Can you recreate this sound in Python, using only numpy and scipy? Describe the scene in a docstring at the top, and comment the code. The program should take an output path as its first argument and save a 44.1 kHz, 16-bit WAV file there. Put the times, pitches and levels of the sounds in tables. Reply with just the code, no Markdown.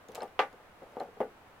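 """Hands spread hard resin stones over a mat on a table, close up, in the hush of a small quiet room.
First the stones tick brightly against each other, knock the tabletop lightly and slide softly on the mat.
At 0.4 s one lands hard and the tabletop rings briefly. A few faint touches follow; from 0.8 s a longer
slide runs under more ticks and knocks as stones drop or tip over. A heavy, duller knock at 1.2 s
dies away into the hush."""
import sys
import numpy as np
from scipy import signal
from scipy.fft import rfft, irfft
from scipy.io import wavfile

SR = 44100
rng = np.random.default_rng(int(sys.argv[2]) if len(sys.argv) > 2 else 0)


def wav_record(signal):
    """Record a signal, one row per channel, as 16-bit PCM in the file named by sys.argv[1]."""
    frames = np.transpose(np.atleast_2d(signal))
    bounded = np.clip(frames, -1, 1)
    # unit amplitude maps onto the largest positive 16-bit level
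    quanta = np.round(bounded * 32767).astype(np.int16)
    wavfile.write(sys.argv[1], SR, quanta)


N = 70560
TAIL_S, TOP_HZ = 0.4, 15900  # time each hit gets to ring out; upper edge of the mix


def undb(db):
    """Decibels to gain."""
    return 10 ** (np.asarray(db) / 20)


def pan(db):
    """Left and right gains for a level difference."""
    return undb(db * np.array([[1], [-1]]) / 2)


def cut(x, hz, kind, order):
    """Low-pass or high-pass."""
    return signal.sosfilt(signal.butter(order, hz, kind, fs=SR, output="sos"), x)


def resonance(x, hz, q):
    """Band-pass with gain 1 at the centre."""
    return signal.lfilter(*signal.iirpeak(hz, q, fs=SR), x)


def add(out, sound, start_s, db):
    """Mix a sound in at its time and level."""
    i = int(start_s * SR)
    out[:, i:i + sound.shape[-1]] += (sound * undb(db))[:, :N - i]


def curve(table, size, column=1):
    """A table column drawn as a curve across the spectrum, on a log frequency axis."""
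    rows = np.array(table, float)
    return np.interp(np.log(np.fft.rfftfreq(size, 1 / SR) + 1), np.log(rows[:, 0]), rows[:, column])


def stereo_noise(table, size):
    """Spectra of left and right noise; the table's last column sets the width."""
    mid, side = rfft(rng.standard_normal((2, size)))
    side = side * undb(curve(table, size, column=-1))
    return (mid + side * np.array([[1], [-1]])) * undb(curve(table, size))


def wash(table, t):
    """A noise tail that dies away at its own rate in each half octave."""
    noise, rows = stereo_noise(table, len(t)), np.array(table, float)
    octave = np.log2(np.fft.rfftfreq(len(t), 1 / SR) + 1)
    out = 0
    for centre in np.arange(6, 14.6, .5):
        band = np.maximum(1 - 2 * abs(octave - centre), 0)
        t60 = np.interp(centre, np.log2(rows[:, 0]), rows[:, 2])
        out = out + irfft(noise * band, len(t)) * np.exp(-np.log(1000) * t / t60)
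    return out


def ring(modes, t, scatter_db):
    """Decaying modes of alternating sign; their strengths vary at random, as with the spot struck."""
    spot = undb(scatter_db * rng.standard_normal(len(modes)))
    out = 0
    for k, (hz, db, t60) in enumerate(modes):
        decay = np.exp(-np.log(1000) * t / t60)
        out = out + (-1) ** k * spot[k] * undb(db) * np.sin(2 * np.pi * hz * t) * decay
    return out


def pulse(table, size):
    """The tightest causal click with a given spectrum (minimum phase)."""
    cepstrum = irfft(np.log(undb(curve(table, size))), size)
    cepstrum[1:size // 2] *= 2
    cepstrum[size // 2 + 1:] = 0
    return irfft(np.exp(rfft(cepstrum)), size)


# colour of the room's hush (frequency [Hz], relative level [dB], stereo side [dB])
HUSH_EQ = [(19.4, -41.5, -26), (50, -46.5, -7), (79, -40, -12), (130, -44.5, -11), (318, -44.5, -6.5),
           (750, -42, -8), (1330, -46, -3), (2550, -55, -1), (4840, -67.5, 1.5), (7400, -71, 0),
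           (15000, -72.5, 0.5)]


def room_tone():
    """The steady hush of the room, a bed under everything."""
    return undb(-3) * irfft(stereo_noise(HUSH_EQ, N), N)


# cues for stone against stone (time [s], level [dB], brightness [dB per octave], pitch [ratio])
TICK_CUES = [(0.086, -12, -0.5, 0.92), (0.119, -15.5, 0.5, 0.81), (0.1490, -3, -1.5, 1.05),
             (0.1543, 0, -1, 0.97), (0.176, -32, 6, 0.58), (0.206, -15.5, -9, 0.57), (0.2202, -10, -9, .7),
             (0.2314, -12.5, 5, 1.15), (0.2783, -23, -7.5, 0.71), (0.528, -20, -4.5, 0.91),
             (0.832, -27.5, 2, 1.3), (0.9204, -28, 3.5, 0.85), (1.0002, -11.5, -5.5, .56),
             (1.0123, -29, 6, 1.25), (1.034, -23, -5, 1.5)]
# ring of a stone (frequency [Hz], level [dB], t60 [s])
STONE_RING = [(2770, -54, 0.019), (3904, -44, 0.011), (5170, -48, 0.0068), (6460, -52, 0.0075),
              (7430, -40, 0.012), (12170, -44.5, 0.0065), (13000, -54, .008)]
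# room tail of a tick (frequency [Hz], level [dB], t60 [s], stereo side [dB])
TICK_TAIL = [(500, -56, 0.069, -6), (2600, -42, 0.11, -8), (6850, -54.5, 0.17, 1.5),
             (14500, -60.5, 0.24, 1)]


def stone_ticks():
    """Edges meet with a snap, a very short bright ring (higher for smaller stones) and a trace of room."""
    out, t = np.zeros((2, N)), np.arange(int(TAIL_S * SR)) / SR
    snap_db, snap_decay_s = -33.5, 0.00068
    for start, db, tilt_db, pitch in TICK_CUES:
        snap = rng.standard_normal((2, len(t))) * np.exp(-t / snap_decay_s)
        snap = cut(snap, hz=3000, kind="high", order=1)
        snap = cut(snap, hz=14000, kind="low", order=2)
        tick = undb(snap_db) * snap + ring(STONE_RING, t * pitch, scatter_db=5.0) + wash(TICK_TAIL, t)
        tilt_eq = pulse([(1500, -2 * tilt_db), (12000, tilt_db)], len(t))
        add(out, signal.fftconvolve(tick, tilt_eq[None])[:, :len(t)], start, db)
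    return out * pan(db=-0.5)


# cues for stones landing; the harder the contact, the higher the cutoff
# (time [s], level [dB], cutoff [Hz], frequency the struck spot favours [Hz], bass shelf [dB])
KNOCK_CUES = [(0.0891, -19, 347, 390, 5.5), (0.156, -31, 1800, 500, 3.5), (0.1758, -30.5, 1150, 540, 9),
              (0.1790, -18.5, 750, 540, -4.5), (0.2115, -20.5, 800, 800, 0), (0.2205, -22, 940, 685, 6),
              (0.2315, -18, 790, 530, 0.5), (0.3918, -0.5, 4080, 820, -9.5), (0.530, -35.5, 1000, 497, 6),
              (0.598, -37, 970, 864, -3), (0.820, -26, 750, 507, 1.5), (0.828, -29.5, 740, 455, 4),
              (0.9685, -17, 696, 480, 1.5), (1.0038, -15.5, 775, 740, 4.5), (1.0145, -14.5, 670, 574, -0.5),
              (1.081, -34, 550, 490, 8), (1.168, -30, 600, 456, 3.5), (1.2040, -3.5, 586, 422, 2),
              (1.2125, -23.5, 2100, 2080, -18), (1.230, -22, 705, 790, -14)]
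# attack of a landing (frequency [Hz], relative level [dB])
CRACK_EQ = [(120, -53), (330, -13), (480, 0.5), (850, 11.5), (1700, -2.5), (3300, 8.5), (4700, -33),
            (7500, -34), (15000, -40)]
# ring of the tabletop (frequency [Hz], level [dB], t60 [s])
TABLE_RING = [(200.2, -46.5, .22), (256.3, -47.5, 0.3), (384.3, -42.5, 0.15), (427.5, -30.5, 0.17),
              (474.4, -27.5, 0.11), (506.7, -27.5, 0.1), (612.5, -40.5, 0.16), (734.6, -26, 0.097),
              (797.6, -24.5, 0.15), (846.3, -25, 0.097), (1096, -34.5, 0.13), (1179, -26, 0.16),
              (1276, -35.5, .14), (1474, -38, 0.24), (2034, -36.5, .14), (2820, -33, 0.13)]
# tail of the table's dense weaker modes and the room's reflections
# (frequency [Hz], relative level [dB], t60 [s], stereo side [dB])
KNOCK_TAIL = [(129.6, -33, .27, -9), (252, -14, 0.21, -23), (322, -17, 0.2, -34), (496, -2, 0.17, -21),
              (644, -8, 0.2, -13), (815, -1.5, 0.13, -22), (1000, -13.5, 0.15, -0.5),
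              (1850, -12, 0.19, -4.5), (2920, -19.5, .14, -2), (4840, -29.5, 0.14, -2),
              (7800, -33.5, 0.22, 0), (15700, -23.5, 0.27, 0)]
# how the table's sound sits between the two microphone ports (frequency [Hz], left minus right [dB])
TABLE_PAN = [(200, 0.5), (480, 2.1), (800, 2), (1450, 3.5), (2200, -1.5), (5000, 1)]


def table_knocks():
    """Each landing cracks and rings the tabletop; the spot colours it, a softer contact dulls it."""
    out, t = np.zeros((2, N)), np.arange(int(TAIL_S * SR)) / SR
    crack = undb(2) * pulse(CRACK_EQ, len(t))
    punch_db, punch_s, spot_lift_db = 3.5, 0.0058, 3.5
    # the body is stronger in its first few milliseconds
    punch = undb(punch_db * np.exp(-(t / punch_s) ** 2))
    for start, db, cutoff_hz, spot_hz, bass_db in KNOCK_CUES:
        body = ring(TABLE_RING, t, scatter_db=0.5) + undb(-3) * wash(KNOCK_TAIL, t)
        knock = crack + punch * body
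        knock = knock + (undb(spot_lift_db) - 1) * resonance(knock, spot_hz, q=2.15)
        knock = knock + (undb(bass_db) - 1) * cut(knock, hz=457, kind="low", order=1)
        # rough contact lets a little treble through even in soft landings
        treble = cut(knock, hz=4500, kind="high", order=4)
        grit = undb(-22) * cut(treble, hz=7000, kind="low", order=1)
        add(out, cut(knock, cutoff_hz, "low", order=2) + grit, start, db)
    out = cut(out, hz=139, kind="high", order=3)  # the knocks carry little low end
    return irfft(rfft(out) * pan(curve(TABLE_PAN, N)), N)


# cues for pushes across the mat (time [s], length [s], level [dB])
SLIDE_CUES = [(0.108, 0.12, -51), (0.53, 0.064, -71), (0.798, 0.32, -56.5)]
# colour of stone rubbing on the mat (frequency [Hz], relative level [dB])
SLIDE_EQ = [(100, -36), (450, 12.5), (850, 5), (1600, -13), (4000, -19.5), (15000, -34)]


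def mat_slides():
    """Grainy friction of stones on the mat swells and fades with each push."""
    t = np.arange(N) / SR
    grain_depth, grain_samples = 0.3, 100
    noise = rng.standard_normal(N)
    roughness = np.repeat(rng.standard_normal(N // grain_samples + 1), grain_samples)[:N]
    grains = noise * np.exp(grain_depth * roughness)
    rub = irfft(rfft(grains) * undb(curve(SLIDE_EQ, N)), N)
    push = sum(undb(db) * np.sin(np.pi * np.clip((t - start) / length, 0, 1))
               for start, length, db in SLIDE_CUES)
    return push * rub / rub.std()


def scene():
    """The mix: knocks, ticks and slides over a bed of room tone."""
    return table_knocks() + stone_ticks() + mat_slides() + room_tone()


def record(dry):
    """A steep low-pass trims the very top of the mix."""
    return signal.sosfilt(signal.ellip(8, .2, 70, TOP_HZ, fs=SR, output="sos"), dry)


dry = scene()
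out = record(dry)
wav_record(out)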